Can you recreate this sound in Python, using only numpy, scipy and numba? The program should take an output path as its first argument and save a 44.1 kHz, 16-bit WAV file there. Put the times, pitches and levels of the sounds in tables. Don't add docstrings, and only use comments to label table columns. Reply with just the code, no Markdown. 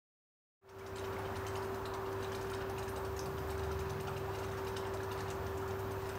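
import sys
import numpy as np
from scipy import signal
from scipy.fft import rfft, irfft
from scipy.io import wavfile
from scipy.ndimage import uniform_filter1d
from numba import njit

SR = 44100
rng = np.random.default_rng(int(sys.argv[2]) if len(sys.argv) > 2 else 0)


def store_wav(level_fs):
    pcm = np.round(np.clip(np.atleast_2d(level_fs), -1, 1) * 32767)
    wavfile.write(sys.argv[1], SR, pcm.T.astype(np.int16))


def volts_from_decibels(level):
    exponent = np.asarray(level, float) / 20
    return 10 ** exponent


N = 272662


def level(x, db):
    return x * volts_from_decibels(db) / np.sqrt(np.mean(x ** 2))


def curve(table):
    s, *columns = np.transpose(table)
    return [np.interp(np.arange(N) / SR, s, c) for c in columns]


def band(x, hz, width):
    return signal.lfilter(*signal.iirpeak(hz, hz / width, fs=SR), x)


def walk(rate):
    hold = int(SR / rate)
    steps = np.repeat(rng.standard_normal(N // hold + 1), hold)
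    return 0.74 * uniform_filter1d(uniform_filter1d(steps, hold), hold)[:N]


@njit
def grains(n, start, hz, cycles, size, glide):
    out = np.zeros(n)
    for g in range(len(start)):
        step = 2 * np.pi * hz[g]
        decay = np.exp(-hz[g] / cycles[g])
        a, closed, phase = size[g], 1., 0.
        for i in range(start[g], min(n, start[g] + int(6 * cycles[g] / hz[g]))):
            out[i] += a * (1 - closed) * np.sin(phase)
            phase += step
            step *= 1 + glide * hz[g] / cycles[g]
            a *= decay
            closed *= decay ** 4
    return out


def clicks(s, hz, cycles, db, glide=0.035):
    hz = np.clip(hz, 200, 15000)
    s, hz, cycles, db = (np.ravel(v) for v in np.broadcast_arrays(s, hz, cycles, db))
    return grains(N, (s * SR).astype(np.int64), hz / SR, 1. * cycles, volts_from_decibels(db), glide)


# (time [s], peak level [dB], fine spray level [dB])
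BIG_THUMPS = [(0.957, -45.5, -15), (1.0418, -42.5, -27), (1.127, -51, -17), (1.2525, -45, -27),
              (1.356, -41, -15), (1.4642, -41.5, -14.5), (1.5564, -38, -18), (2.1175, -50, -15),
              (2.2247, -45, -13), (2.318, -42, -15), (2.4116, -49, -9.5), (2.497, -48, -8),
              (2.5333, -42.5, -19), (2.6085, -45, -26), (2.7795, -42, -13), (2.878, -51.5, -5),
              (2.9595, -46, -13), (3.379, -48, -14), (3.5, -45, -8.5), (3.6336, -47, -17),
              (3.7129, -45.5, -15), (3.9997, -46, -9.5), (4.0724, -42, -20), (4.1645, -43, -17.5),
              (4.349, -44, -17), (4.4325, -44, -21), (4.669, -40.5, -14.5), (4.7644, -37, -18.5),
              (5.1135, -42.5, -13), (5.7069, -47.5, -23)]
# (time [s], peak level [dB], fine spray level [dB], skin snap pitch [Hz])
TIGHT_SPITS = [(.8627, -48.5, -18, 5170), (.9822, -41, -20, 3750), (1.003, -59, -24, 4310),
               (1.5354, -56, -11, 4180), (1.623, -51, -15, 4440), (1.854, -41, -17, 3790),
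               (1.8596, -45.5, -18, 3920), (1.937, -41.5, -17.5, 4030), (2.244, -41.5, -34, 3620),
               (2.3477, -38, -19.5, 3887), (2.6952, -48.5, -13, 5780), (2.8263, -43.5, -16, 3790),
               (3.0479, -46.5, -16, 8100), (3.1915, -45, -11, 5480), (3.2568, -47, -11, 4400),
               (3.5228, -54, -15, 11670), (3.5762, -51, -15, 5770), (3.593, -44.5, -25, 4305),
               (3.7906, -45.5, -12, 6000), (3.8951, -44, -14, 5550), (4.3862, -46.5, -12, 3980),
               (4.9364, -47.5, -11, 6070), (5.0059, -53, -21, 4090), (5.0307, -45.5, -19, 5770),
               (5.1756, -46, -18, 4110), (5.189, -46, -20, 3960), (5.2045, -43, -20, 6426),
               (5.3016, -38.5, -14.5, 7020), (5.4654, -46.5, -19, 5560), (6.091, -40.5, -18, 7630)]
# (time [s], peak level [dB], fine spray level [dB])
SOFT_SPRAYS = [(.688, -58, -21), (.785, -55.5, -16), (1.1834, -57.5, -4), (1.6407, -48, -18),
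               (1.7209, -61, -16), (1.744, -50, -10), (2.0586, -48, -26), (2.2046, -56, -10),
               (2.4462, -56, -16), (2.4667, -53, -16), (3.1635, -47, -9), (3.472, -60, -4),
               (3.8595, -55, -32), (4.1353, -52, -30), (4.332, -49, -20), (4.4871, -50, -22),
               (4.514, -47, -19), (4.5709, -46, -19), (4.5855, -47.5, -22), (4.6434, -51, -17),
               (4.8622, -47, -18), (5.2804, -44, -22), (5.57, -54, -5.5), (5.614, -56, -9),
               (5.6766, -51, -12.5), (5.7885, -52, -9), (5.9098, -48.5, -12), (6.01, -52, -17),
               (6.056, -48, -13), (6.1517, -52, -14)]
SPRAY_LENGTHS = (.019, .015, .016)


def bursts(count=90):
    kinds = [np.array(k)[:, :3] for k in (BIG_THUMPS, TIGHT_SPITS, SOFT_SPRAYS)]
    s, db, fine_db = (c[:, None] for c in np.vstack(kinds).T)
    per_kind = (-4, -20, -10), (-4, -6, -5.5), SPRAY_LENGTHS
    sizes = [len(k) for k in kinds]
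    ring_db, coarse_db, spray_s = (np.repeat(v, sizes)[:, None] for v in per_kind)
    chance = rng.random((len(s), 3, count))
    late, tune, size = chance[:, 0], chance[:, 1], chance[:, 2]
    blow_hz = PAN_MODES[0][0] * (1 + 0.11 * (tune[:, :1] - .5))
    blow = clicks(s, blow_hz, 10.3, db + ring_db + .1)
    small = (np.arange(count) + tune) / count
    late = 1.0 * late ** 1.6 + .95 * small - .55
    drop_hz = 1500 * 2 ** (3.35 * small)
    bright = np.clip(np.log2(drop_hz / 4000) / 1.36, 0, 1)
    spray_db = -45.0 + 0.75 * (db + 44.5) + 15.0 * np.minimum(late, 0)
    drop_db = spray_db + (1 - bright) * (coarse_db + 0.084) + bright * (fine_db + 11.5)
    drop_db = drop_db + 13.2 * (size ** 2.6 - .85) - 4.3 * size ** 3
    return blow + clicks(s + spray_s * late, drop_hz, 2.95 + 8.7 * size ** 3, drop_db, glide=0.031)


# (time [s], level [dB], pitch [Hz])
LONE_SNAPS = [(1.4675, -43, 6120), (2.539, -40, 3496), (2.7948, -51, 8486), (2.8895, -54, 3000),
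              (3.1929, -31.5, 5500), (3.1959, -47, 5940), (3.4949, -44, 4040), (3.5804, -47, 7840),
              (3.934, -49, 4250), (4.0816, -42, 3014), (4.421, -49, 2840), (4.4425, -46, 3140),
              (4.7675, -43, 3296), (4.7685, -39, 5200), (3.1931, -42, 10510), (2.245, -50, 9500),
              (2.187, -54, 7500), (4.7696, -41, 8180), (4.853, -41, 2970), (4.9732, -44.5, 3620),
              (5.7098, -46, 6240)]


def snaps():
    lag_s = .002
    spits = [(s + lag_s, db + 1.5, hz) for s, db, _, hz in TIGHT_SPITS]
    thumps = [(s + lag_s, db - 10, 3290) for s, db, _ in BIG_THUMPS]
    s, db, hz = np.transpose(list(LONE_SNAPS) + spits + thumps)
    ring = clicks(s, hz, 1.94, db + 3.5)
    tick = clicks(s, 1.57 * hz, 1.0, db - 5.0)
    return ring + tick


# (time [s], peak level [dB], pitch [Hz])
SLOW_PLOPS = [(0.81, -51, 2240), (0.935, -54, 2310), (1.024, -40, 596), (1.165, -44, 2150),
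              (1.191, -38, 804), (1.342, -52, 2020), (1.463, -50, 2580), (1.551, -48, 2580),
              (1.85, -47, 1880), (2.315, -40, 1670), (2.348, -52, 2232), (2.518, -40, 1410),
              (2.611, -42, 1470), (2.776, -53, 2580), (2.876, -49, 2527), (2.876, -44, 1676),
              (3.525, -49, 2200), (3.711, -40, 1340), (3.808, -48, 2380), (4.079, -37, 794),
              (4.082, -37, 1366), (4.535, -45, 1866), (4.764, -41.5, 1476), (4.835, -48, 2140),
              (4.876, -49, 1880), (5.002, -41.5, 1620), (5.204, -38, 788), (5.206, -45, 1780),
              (5.625, -37.5, 1294), (6.114, -52, 2465)]


def plops(ring_s=0.0041):
    s, db, hz = np.transpose(SLOW_PLOPS)
    return clicks(s, .97 * hz, ring_s * hz, db + 5.0, glide=0.044)


def gurgle(count=300):
    when, tune, size = rng.random((count, 3)).T
    hz = 600 * 2 ** (1.8 * tune)
    db = -47.0 - 5.8 * np.log2(hz / 1000) - 2.9 * np.log(1 - .95 * size)
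    return clicks(when * N / SR, hz, .005 * hz, db, glide=0.059)


def fizz(count=4000):
    when, tune, size, ring = rng.random((count, 4)).T
    hz = 700 * 2 ** (4.3 * tune)
    db = -57.0 - 4.9 * np.log2(hz / 2000) - 4.5 * ring - 3.4 * np.log(1 - .98 * size)
    return clicks(when * N / SR, hz, 0.67 + 6.0 * ring, db)


# (frequency [Hz], width [Hz], level [dB])
PAN_MODES = [
    (2840, 38, -1),
    (4130, 250, -29),
    (5680, 470, -12),
    (6440, 530, -13),
    (8270, 40, 13),
    (8660, 350, -10),
    (11250, 110, -10),
]
# (delay [s], level [dB])
WALL_ECHOES = [
    (.0008, -16.5),
    (.0013, -16.5),
    (.0029, -7),
]


def pan(x):
    x = x + sum(volts_from_decibels(db) * np.pad(x, (int(s * SR), 0))[:N] for s, db in WALL_ECHOES)
    modes = sum(volts_from_decibels(0.19 * db) * band(x, hz, 2.9 * width) for hz, width, db in PAN_MODES)
    return x + volts_from_decibels(-3.0) * modes


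def room(x, count=3):
    t60_s, lag_s = .28, .010
    t = np.arange(SR // 2) / SR
    spot = np.cumsum(rng.random(N // 2000 + 1)).repeat(2000)[:N] * np.pi
    out = x
    for k in range(count):
        noise = rng.standard_normal(len(t))
        low = signal.lfilter([.5], [1, -.5], noise)
        tail = low * volts_from_decibels(-60 * t / t60_s)
        tail += 1.6 * (noise - low) * volts_from_decibels(-60 * t / (.8 * t60_s))
        tail *= np.clip(t / lag_s, 0, 1) ** 3
        tail /= np.sqrt(np.sum(tail ** 2))
        share = uniform_filter1d(np.cos(spot + k * np.pi / count), 100) * np.sqrt(2 / count)
        out = out + volts_from_decibels(-5) * signal.fftconvolve(x * share, tail)[:N]
    return out


# (frequency [Hz], density [dB per Hz])
FAN_RUSH = [(25, -11), (60, -1), (100, 0.5), (170, -4), (320, -2.5), (520, -3), (980, -3.5), (1500, -8.5),
            (2000, -16.5), (3300, -23), (6300, -29.5), (9500, -34.5), (12500, -35), (15800, -30)]
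# (frequency [Hz], width [Hz], boost [dB])
ROOM_MODES = [(215, 30, 2.5), (275, 15, 1.5), (561, 20, 2), (605, 38, 0), (700, 50, 0.5), (900, 11.4, 7),
              (977, 36, 4.5), (1121, 25, 3), (1200, 36, 1.5), (1166, 37, 1.5), (1410, 120, 2.5),
              (1620, 46, 2.0), (1700, 25, 2.5), (1765, 25, 7.5), (1900, 21, 3.5), (2570, 35, 6.5)]


def rush():
    hz = np.arange(N // 2 + 1) * SR / N + 1e-3
    octave = np.log2(hz)
    rush_hz, rush_db = np.transpose(FAN_RUSH)
    air = rfft(rng.standard_normal(N)) * volts_from_decibels(np.interp(octave, np.log2(rush_hz), rush_db))
    air *= np.clip(hz / 25, 0, 1) ** 2
    air *= 1 + sum((volts_from_decibels(db) - 1) / (1 + (2 * (hz - f) / width) ** 2) for f, width, db in ROOM_MODES)
    flow = 0
    for centre in range(3, 16):
        part = irfft(air * np.clip(1 - abs(octave - centre), 0, 1), N)
        flow = flow + part * volts_from_decibels(0.97 * walk(2.97) + 1.43 * walk(15))
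    return level(flow, -43)


# (frequency [Hz], level [dB], wobble [dB])
STEADY_TONES = [
    (386.8, -42.5, 1.5),
    (99.85, -48, 1.5),
    (481.7, -63, 4),
]


def tones():
    t = np.arange(N) / SR
    drift = np.cumsum(0.24 * walk(1.49)) / SR
    return sum(np.sqrt(2) * volts_from_decibels(db + wobble_db * walk(6)) * np.sin(2 * np.pi * (hz * t + drift * hz / 387))
               for hz, db, wobble_db in STEADY_TONES)


# (frequency [Hz], level [dB])
COIL_PARTIALS = [
    (14080, -5),
    (14220, -5),
    (14330, 2),
    (14460, -1),
    (14590, -1.5),
    (14800, -11),
    (13930, -7),
]
# (start [s], cut [s], rise [dB])
POWER_SURGES = [
    (2.45, 3.5, 3),
    (4.7, 5.1, 2),
    (5.399, 6.3, 3),
]


def whine():
    t = np.arange(N) / SR
    mains = np.cos(2 * np.pi * 100 * t)
    noise = rng.standard_normal(N)
    sing = 0.45 * band(band(noise, 14450., 900.), 14450., 900.)
    sing = sing + sum(1.5 * volts_from_decibels(db + 4.5 * walk(12)) * band(noise, hz, 35.) for hz, db in COIL_PARTIALS)
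    rise_s, fall_s = .3, .05
    surge_db = sum(db * np.clip((t - start) / rise_s, 0, 1) * np.clip((cut - t) / fall_s + 1, 0, 1)
                   for start, cut, db in POWER_SURGES)
    return level(sing * volts_from_decibels(3.8 * mains + 2.0 * walk(9)), -67.5) * volts_from_decibels(surge_db)


# (time [s], firing cycle [Hz], level [dB], bark of the high multiples [dB])
FAR_ENGINE = [(.62, 16.6, -56, -10), (1.0, 17.8, -57, -7), (1.5, 16.4, -52.5, -14), (1.85, 15, -62, -8),
              (2.37, 15.6, -54, -6), (2.6, 14.3, -57, -4), (3.08, 14.6, -47, -15), (3.28, 15.4, -52, 0.5),
              (3.5, 15.2, -43, -14), (3.8, 15.6, -43, -6), (4.01, 16.3, -54, 5), (4.3, 15, -52, -3),
              (4.6, 15.4, -52, -3), (5.0, 15.7, -66, 0), (5.25, 16.3, -51.5, -2), (5.55, 16.1, -46, -12.5),
              (5.8, 15.2, -56, -3), (6.18, 17, -57, -3)]
FIRING_ORDERS = (4, 5, 8, 9)
FIRING_ORDER_DB = (-59.5, 0.5, -6.5, 0.5)


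def engine():
    hz, db, bark_db = curve(FAR_ENGINE)
    phase = 2 * np.pi * np.cumsum(hz) / SR
    motion = [4.6 * walk(4.4), db, db + bark_db + 4.0 * walk(4.35), db + bark_db]
    dbs = np.array(FIRING_ORDER_DB)[:, None] + motion
    lines = sum(volts_from_decibels(d + 1.7 * walk(12.0)) * np.sin(k * phase + k ** 2) for k, d in zip(FIRING_ORDERS, dbs))
    faint = sum(volts_from_decibels(dbs[-1] - 11.0 + 1.5 * walk(3.1)) * np.sin(k * phase + k ** 2)
                for k in (6.5, 7.5, 11, 12, 13))
    return np.sqrt(2) * (lines + faint)


# (time [s], gain [0-1])
FADE_IN = [
    (.612, 0.0),
    (.64, 0.05),
    (.8, 0.35),
    (.95, 0.56),
    (1.06, 0.85),
    (1.15, 0.86),
]


def scene():
    fade = curve(FADE_IN)[0]
    struck = pan(snaps() + bursts() + fade * fizz())
    sauce = room(struck + plops() + fade * gurgle())
    background = rush() + tones() + whine() + engine()
    return (sauce + fade * background)[None]


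def roll_off(x):
    return signal.sosfilt(signal.butter(12, 16130, fs=SR, output="sos"), x)


def record(dry):
    heard = dry - 0.36 * band(dry, 10520, 530)
    top_cut = signal.ellip(16, .2, 90, 15745, fs=SR, output="sos")
    mix = signal.sosfilt(top_cut, heard)
    return roll_off(mix)


dry = scene()
out = record(dry)
store_wav(out)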